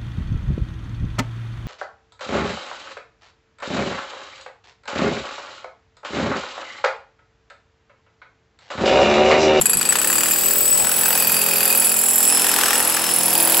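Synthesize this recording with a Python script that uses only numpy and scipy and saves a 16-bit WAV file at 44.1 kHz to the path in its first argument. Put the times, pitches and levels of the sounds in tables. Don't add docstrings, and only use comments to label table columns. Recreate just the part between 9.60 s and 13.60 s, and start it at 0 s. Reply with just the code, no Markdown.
import sys
import numpy as np
from scipy import signal
from scipy.fft import rfft, irfft
from scipy.io import wavfile
from scipy.ndimage import uniform_filter1d, minimum_filter1d

SR = 44100
rng = np.random.default_rng(int(sys.argv[2]) if len(sys.argv) > 2 else 0)


def store_wav(level_fs):
    pcm = np.round(np.clip(np.atleast_2d(level_fs), -1, 1) * 32767)
    wavfile.write(sys.argv[1], SR, pcm.T.astype(np.int16))


N = 176400
TIME = np.arange(N) / SR


# t/s, factor on the decay rate
LEAN_DAMPING = [(0, 1), (1.3, 1), (1.6, 1.15), (2.7, 1.15), (3.2, 1.5), (4, 1.4)]
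RING_RISE_S, CHOKE_LEAD_S, CHOKE_S, CHOKED_SHARE, BOUNCE_S = .00031, .0039, .001, .27, .0028
DETUNE, FLUTTER_DB = .0036, 4
DIRECTIONAL_HZ, DIRECTIONAL_WIDTH_HZ, DRIFT_DB = 7370, 900, 9

def damped_modes(modes, blow, age, since_drop, rough_rad):
    choke = CHOKED_SHARE + (1 - CHOKED_SHARE) * np.exp(-np.maximum(since_drop + CHOKE_LEAD_S, 0) / CHOKE_S)
    bounce = np.exp(-(since_drop / BOUNCE_S) ** 2)
    shape = (choke + bounce) * (1 - np.exp(-age / RING_RISE_S))
    hard_bite_db = np.maximum(curve(BITE_LEVEL) + 24.5, 0)
    damping = curve(LEAN_DAMPING) * undb(1.15 * hard_bite_db)
    out = 0
    for hz, db, t60, side_db in modes:
        phase = 2 * np.pi * hz * (1 + DETUNE * per_blow(blow)) * age
        phase = phase + 1.38 * per_blow(blow) + rough_rad * walk(500)
        scatter_db = 1.1 * per_blow(blow) + .8 * walk(5.58) + FLUTTER_DB * walk(170)
        envelope = undb(scatter_db) * np.exp(-np.log(1000) * age * damping / t60) * shape
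        directional = np.exp(-((hz - DIRECTIONAL_HZ) / DIRECTIONAL_WIDTH_HZ) ** 2)
        lag_rad = directional * (1.6 + .65 * walk(2.77))
        drift_db = directional * (2 * walk(1.38) + np.linspace(DRIFT_DB, -DRIFT_DB, N))
        ring = unit(envelope * np.sin(phase + np.array([[.5], [-.5]]) * lag_rad))
        out = out + undb(db) * ring * pan(side_db + drift_db)
    return out


# f/Hz, level/dB within the group, T60/s before added damping, left-right/dB
LOW_MODES = [(2500, 1, .12, 5), (2620, -8, .08, 5), (4570, -7, .11, 6), (4685, -.5, .13, 6)]
PAIR_MODES = [(7322, -4.5, .16, 0), (7530, -6, .16, 0), (9100, -14, .07, -3)]
MAIN_MODE = [(7953, -1.5, .18, 1)]
BRIGHT_MODE = [(10175, 0, .1, -4)]
HIGH_MODES = [(10785, 0, .085, -2), (11300, -2, .075, -2)]
SHRILL_MODE = [(11945, 0, .085, -2)]
TOP_MODES = [(14340, -1, .1, 0), (15190, -8, .1, 0), (15630, -4, .1, 0)]
# t/s, level/dB
LOW_LEVEL = [(0.0, -31), (0.28, -32), (0.46, -43.5), (0.6, -37), (1.3, -46), (1.55, -35), (2.14, -32),
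             (2.3, -39), (2.44, -47), (2.98, -37), (3.48, -48), (3.8, -35), (4.0, -38)]
PAIR_LEVEL = [(0.0, -13.5), (0.36, -33), (0.5, -22), (1.18, -31), (1.32, -45), (1.6, -29), (2.28, -21),
              (2.4, -16), (3.36, -37), (3.6, -29), (4.0, -26)]
MAIN_LEVEL = [(0.0, -15), (0.26, -15), (0.68, -26.5), (0.84, -18.5), (0.94, -20.5), (1.2, -13),
              (1.32, -23.5), (1.5, -20), (1.86, -36), (2.02, -37), (2.2, -26), (2.44, -26.5), (2.66, -16.5),
              (2.82, -29.5), (3.08, -22), (3.52, -34), (3.76, -30), (4.0, -20.5)]
BRIGHT_LEVEL = [(0, -27), (.3, -37), (.68, -28), (.84, -39), (1.04, -30), (1.22, -36.5), (1.36, -22),
                (1.55, -27), (1.75, -22.5), (2.0, -33), (2.23, -16.5), (2.38, -26), (2.68, -18.5),
                (2.9, -38), (3.1, -28), (3.27, -21), (3.4, -34), (3.58, -18.5), (3.76, -30), (4, -25)]
HIGH_LEVEL = [(0, -17.5), (.14, -18), (.24, -28.5), (.44, -33.5), (.5, -24), (.6, -37), (.82, -45),
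              (.96, -28.5), (1.2, -35.5), (1.4, -32), (1.6, -31.5), (2.1, -25), (2.4, -29.5), (2.64, -28),
              (2.95, -21.5), (3.08, -25), (3.25, -24), (3.42, -31), (3.7, -21), (4, -19.5)]
SHRILL_LEVEL = [(0, -44), (.35, -38), (.76, -25), (.95, -37), (1.25, -38), (1.5, -24.5), (1.65, -27.5),
                (1.93, -23.5), (2.12, -18.5), (2.24, -28), (2.48, -26), (2.6, -20), (2.72, -34), (3.2, -28),
                (3.45, -37), (4, -22)]
TOP_LEVEL = [(0.0, -47), (0.36, -40), (0.48, -29), (0.66, -35), (0.98, -21.5), (1.18, -31), (1.44, -26),
             (2.06, -31), (2.48, -32.5), (2.64, -34), (2.92, -32), (3.34, -40), (3.76, -28), (4.0, -24)]

def chisel(blow, age, since_drop):
    upper = [(PAIR_MODES, PAIR_LEVEL), (MAIN_MODE, MAIN_LEVEL), (BRIGHT_MODE, BRIGHT_LEVEL),
             (HIGH_MODES, HIGH_LEVEL), (SHRILL_MODE, SHRILL_LEVEL), (TOP_MODES, TOP_LEVEL)]
    ring = sum(damped_modes(modes, blow, age, since_drop, rough_rad=.08) * undb(curve(level))
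               for modes, level in upper)
    return ring + damped_modes(LOW_MODES, blow, age, since_drop, rough_rad=.4) * undb(curve(LOW_LEVEL))


# f/Hz, level/dB
CRACK_SPECTRUM = [(100, -32), (500, -9.5), (900, -2.5), (1300, 2.5), (1750, 4), (2200, -6.5), (2800, 0.5),
                  (4200, -11.5), (6500, -9.5), (8200, -16), (11000, -20.5), (13500, -7.5), (15500, -12),
                  (16000, -5)]
# t/s, level/dB
BITE_LEVEL = [(0.0, -20.5), (0.22, -28), (0.34, -25.5), (0.64, -24.5), (0.82, -31), (1.06, -34.5),
              (1.2, -33), (1.26, -26), (1.34, -32.5), (1.54, -23), (1.72, -29.5), (2.12, -30), (2.42, -37),
              (2.66, -30.5), (3.04, -20.5), (3.12, -19.5), (3.24, -29.5), (3.42, -29), (3.66, -35),
              (3.85, -32), (4.0, -22.5)]

def crack(blow, age, rise_s=.00017, decay_s=.0048):
    burst = (1 - np.exp(-age / rise_s)) * np.exp(-age / decay_s) * undb(2.5 * per_blow(blow))
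    return unit(colour(noise() * burst, CRACK_SPECTRUM)) * undb(curve(BITE_LEVEL))


# f/Hz, level/dB
TICK_SPECTRUM = [(300, -28), (2000, -9), (3000, 4), (4500, -5), (6500, -2.5), (8200, 1), (11000, 3.5),
                 (13000, 3), (16000, -12)]
RATTLE_SPECTRUM = [(300, -37), (2000, -6.5), (2600, 2), (3800, -5.5), (6300, -6), (7700, 5.5), (9200, -7.5),
                   (11200, 8.5), (13300, -7), (16000, -2.5)]
# t/s, level/dB
TICK_LEVEL = [(0, -24), (.5, -35), (1.1, -36), (1.8, -42), (2.4, -36), (2.8, -23), (3.1, -32),
              (3.45, -30.5), (4, -25)]
TICK_S, SIZZLE_S, REBOUND_S, RATTLE_DB = .0008, .03, .00092, -26

def striker(blow, age, since_drop):
    tick = np.exp(-age / TICK_S) * undb(3.2 * per_blow(blow))
    sizzle = np.exp(-age / SIZZLE_S) * undb(2.5 * per_blow(blow))
    rebound = np.exp(-np.abs(since_drop) / REBOUND_S) * undb(3.5 + 4.9 * per_blow(blow))
    return (unit(colour(noise() * tick, TICK_SPECTRUM)) * undb(curve(TICK_LEVEL))
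            + unit(colour(noise() * (sizzle + rebound), RATTLE_SPECTRUM)) * undb(RATTLE_DB))


# t/s, f/Hz
CRANK_RATE = [(0.0, 21.967), (0.035, 22.094), (0.1, 27.812), (0.22, 23.365), (0.31, 30.121), (0.45, 35.432),
              (0.6, 38.535), (0.75, 40.0), (0.95, 41.05), (1.18, 41.6), (1.32, 42.93), (1.5, 42.231),
              (1.8, 41.763), (2.2, 41.778), (2.6, 41.717), (2.8, 41.888), (3.4, 41.73), (4.0, 41.665)]

def crank(first_blow_s=.0123):
    turns = np.cumsum(curve(CRANK_RATE)) / SR
    turns = turns + 1 - np.interp(first_blow_s, TIME, turns)
    blow = turns.astype(int)
    struck_at = np.where(blow > 0, np.interp(blow, turns, TIME), -1)
    return turns, blow, TIME - struck_at


# ring level/dB, crack level/dB, t/s from blow to drop of the tool
OPENING_BLOWS = [(-2, -1.5, 0.0089), (3.5, -1, 0.011), (-2, -2.5, 0.028), (-1, 0, 0.0205),
                 (-4.5, -7, 0.0255), (-3, -6, 0.0164), (-4, -6, 0.0215), (2.5, -2, 0.02), (-4, 7, 0.01),
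                 (1, 3.5, 0.017)]

def run_up(blow, steady_drop_s=.02025):
    rows = np.vstack([OPENING_BLOWS, (0, 0, steady_drop_s)])
    return rows[np.clip(blow - 1, 0, len(rows) - 1)].T


def cyclic_noise(turns, age, spectrum, swell_db, peak_turn, repeat_share=.42):
    weights = np.array([walk(3) for _ in range(3)])
    patterns = rng.standard_normal((3, N))[:, (age * SR).astype(int)]
    pattern = np.sum(patterns * weights, axis=0) / np.linalg.norm(weights, axis=0)
    excitation = np.sqrt(repeat_share) * pattern + np.sqrt(1 - repeat_share) * noise()
    stroke = undb(swell_db * np.cos(2 * np.pi * (turns - peak_turn)))
    return unit(colour(excitation * stroke, spectrum))


# f/Hz, level/dB
GEAR_SPECTRUM = [(40, -24), (150, -18.5), (300, -5.5), (500, -2.5), (700, -6), (850, 0.5), (1100, -4.5),
                 (1800, -4), (2150, -8.5), (2700, -6), (4000, -9.5), (6000, -14), (10000, -8), (16000, -15)]
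CASING_SPECTRUM = [(200, -45), (550, -7), (700, 0.5), (840, 2), (950, 0.5), (1200, -20.5), (3000, -50)]
# t/s, relative level/dB
GEAR_LEVEL = [(0.0, -38.5), (0.22, -31), (0.46, -29.5), (1.06, -33), (1.22, -33), (1.4, -29.5),
              (1.54, -30.5), (1.88, -30), (2.1, -27.5), (2.44, -33), (3.02, -24), (3.16, -25), (3.44, -27),
              (3.62, -28), (3.92, -25.5), (4.0, -27)]
CASING_LEVEL = [(0, -44), (1.05, -54), (1.18, -33), (1.26, -35), (1.36, -40.5), (1.55, -32), (1.75, -45),
                (2.05, -35.5), (2.4, -41.5), (2.8, -42), (3.2, -32.5), (3.55, -41.5), (3.75, -30), (4, -30)]

def housing(turns, age):
    gears = cyclic_noise(turns, age, GEAR_SPECTRUM, swell_db=.5, peak_turn=.8)
    casing = cyclic_noise(turns, age, CASING_SPECTRUM, swell_db=5.5, peak_turn=.2)
    return gears * undb(curve(GEAR_LEVEL) + 2.5) + casing * undb(curve(CASING_LEVEL))


# f/Hz, level/dB
HOUSING_RESPONSE = [(40, -24), (84, -9), (125, -9), (168, -5.5), (212, 1), (250, -2.5), (292, -3.5),
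                    (334, -3), (376, -3), (418, .5), (460, 0), (510, 2.5), (590, -1.5), (700, -4),
                    (1000, -9)]
# start t/s, end t/s, f/Hz, added level/dB
BUZZ_SWELLS = [(.5, 1.1, 322, 8), (.82, 1.08, 408, 8), (.85, 1.4, 572, 5), (1.3, 2.1, 168, 5),
               (1.7, 2.4, 209, 4), (1.78, 2.2, 418, 12.5), (1.8, 2.25, 553, 12), (2.4, 3.25, 250, 6),
               (2.65, 3.05, 308, 11), (3.25, 3.72, 334, 7), (3.55, 4.1, 168, 5), (3.72, 4.1, 334, 15),
               (3.78, 4.1, 585, 11), (2.65, 3.3, 500, 5)]
SWELL_HALF_WIDTH_HZ, PISTON_DB = 42, -44

def piston(turns, harmonics=20):
    rate, out = curve(CRANK_RATE), 0
    swells = [(hz, db * window(start, end)) for start, end, hz, db in BUZZ_SWELLS]
    for k in range(1, harmonics + 1):
        phase = 2 * np.pi * k * (turns - .8) + 1.25 * rng.standard_normal()
        boost_db = sum(db * np.maximum(1 - ((k * rate - hz) / SWELL_HALF_WIDTH_HZ) ** 2, 0)
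                       for hz, db in swells)
        level_db = at_hz(HOUSING_RESPONSE, k * rate) + boost_db + 1.2 * walk(3.23)
        out = out + undb(level_db) * np.cos(phase)
    return out * undb(PISTON_DB)


# t/s, level/dB
FAN_LEVEL = [(0, -55), (.5, -46), (.65, -40.5), (1.3, -40), (1.45, -42), (1.65, -39), (1.85, -43),
             (1.94, -35), (2.02, -45), (2.35, -39), (2.58, -38), (2.75, -27.5), (2.97, -32), (3.15, -31),
             (3.28, -36), (3.5, -29.5), (3.8, -39), (4, -38)]

def fan(turns, cycles_per_turn=126.4):
    stroke = np.sin(2 * np.pi * turns)
    phase = 2 * np.pi * cycles_per_turn * turns + .5 * stroke + .5 * walk(60)
    flutter_db = 2.4 * walk(120) - 1.8 * stroke
    return unit(np.sin(phase) * undb(flutter_db)) * undb(curve(FAN_LEVEL))


def echo(x, gain_db=-13, t60_s=.62, delay_s=.012, cutoff_hz=5500):
    tail = rng.standard_normal((2, SR)) * np.exp(-np.log(1000) * TIME[:SR] / t60_s)
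    tail = unit(tail * (TIME[:SR] > delay_s)) / np.sqrt(SR)
    tail = signal.lfilter(*signal.butter(1, cutoff_hz, fs=SR), tail)
    return undb(gain_db) * signal.fftconvolve(x, tail, axes=1)[:, :N]


# f/Hz, level/dB
BREEZE_SPECTRUM = [(20, -36), (45, -15), (120, -6), (220, -5.5), (400, -19), (1000, -47), (16000, -67)]
# t/s, level/dB
BREEZE_LEVEL = [(0, -53), (.25, -62), (.45, -45.5), (.9, -41.5), (1.25, -47), (1.6, -49), (2, -49),
                (4, -48)]
# t/s, half length/s, level/dB
BUFFETS = [(.012, .025, -29), (.165, .018, -30), (1.15, .03, -38), (1.24, .025, -35), (1.38, .015, -39),
           (1.72, .03, -42)]

def breeze():
    buffets = sum(undb(db) * np.exp(-((TIME - at) / length) ** 2) for at, length, db in BUFFETS)
    rumble = unit(colour(rng.standard_normal((2, N)), BREEZE_SPECTRUM))
    return rumble * (undb(curve(BREEZE_LEVEL) + 2 * walk(14)) + buffets)


# f/Hz, left-right/dB
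TOOL_BALANCE = [(60, -5), (110, -7), (200, -10.5), (380, -1), (700, 3.5), (1300, 5), (2400, 5.5), (4400, 5),
                (6500, 1), (8200, -1.5), (10000, -3), (12500, 0), (16000, 0)]

def place(x):
    return irfft(rfft(x) * pan(at_hz(TOOL_BALANCE, np.fft.rfftfreq(N, 1 / SR))))


# f/Hz, level/dB
INCOHERENT_SPECTRUM = [(50, -2), (300, -17), (2000, -40.5), (4500, 0.5), (7000, 1.5), (9500, 5),
                       (16000, -65)]

def noise():
    return rng.standard_normal(N) + colour(rng.standard_normal((2, N)), INCOHERENT_SPECTRUM)


def colour(x, rows):
    cepstrum = irfft(np.log(undb(at_hz(rows, np.fft.rfftfreq(N, 1 / SR)))))
    cepstrum[1:N // 2] *= 2
    cepstrum[N // 2 + 1:] = 0
    return irfft(rfft(x) * np.exp(rfft(cepstrum)))


def walk(rate_hz):
    hold = int(SR / rate_hz)
    steps = np.repeat(rng.standard_normal(4096)[:N // hold + 1], hold)
    return unit(uniform_filter1d(uniform_filter1d(steps, hold), hold)[:N])


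def per_blow(blow):
    return rng.standard_normal(256)[blow]


def window(start, end, edge_s=.12):
    return np.clip(np.minimum(TIME - start, end - TIME) / edge_s + .5, 0, 1)


def curve(rows):
    return np.interp(TIME, *np.array(rows).T)


def at_hz(rows, hz):
    freqs, values = np.array(rows).T
    return np.interp(np.log(hz + 1), np.log(freqs + 1), values)


def pan(db):
    return undb(np.array([[1], [-1]]) * db / 2)


def undb(db):
    return 10 ** (np.asarray(db) / 20)


def unit(x):
    return x / np.sqrt(np.mean(x ** 2))


def scene():
    turns, blow, age = crank()
    ring_db, crack_db, drop_s = run_up(blow)
    since_drop = age - drop_s - .0013 * per_blow(blow)
    ring = chisel(blow, age, since_drop) * undb(ring_db)
    knock = crack(blow, age) * undb(crack_db)
    machine = housing(turns, age) + striker(blow, age, since_drop) + piston(turns) + fan(turns)
    tool = ring + place(knock + machine)
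    return tool + echo(tool) + breeze()


def record(dry, threshold_db=-12.5, ratio=2.5, hold_s=.0036, sense_s=.0035, cutoff_hz=15750):
    hold, sense = int(hold_s * SR), int(sense_s * SR)
    rms = np.sqrt(np.abs(uniform_filter1d(np.mean(dry ** 2, axis=0), sense)))
    excess = np.maximum(rms / undb(threshold_db), 1)
    gain = uniform_filter1d(minimum_filter1d(excess ** (1 / ratio - 1), hold), hold)
    return signal.sosfilt(signal.ellip(10, .2, 80, cutoff_hz, fs=SR, output="sos"), dry * gain)


dry = scene()
out = record(dry)
store_wav(out)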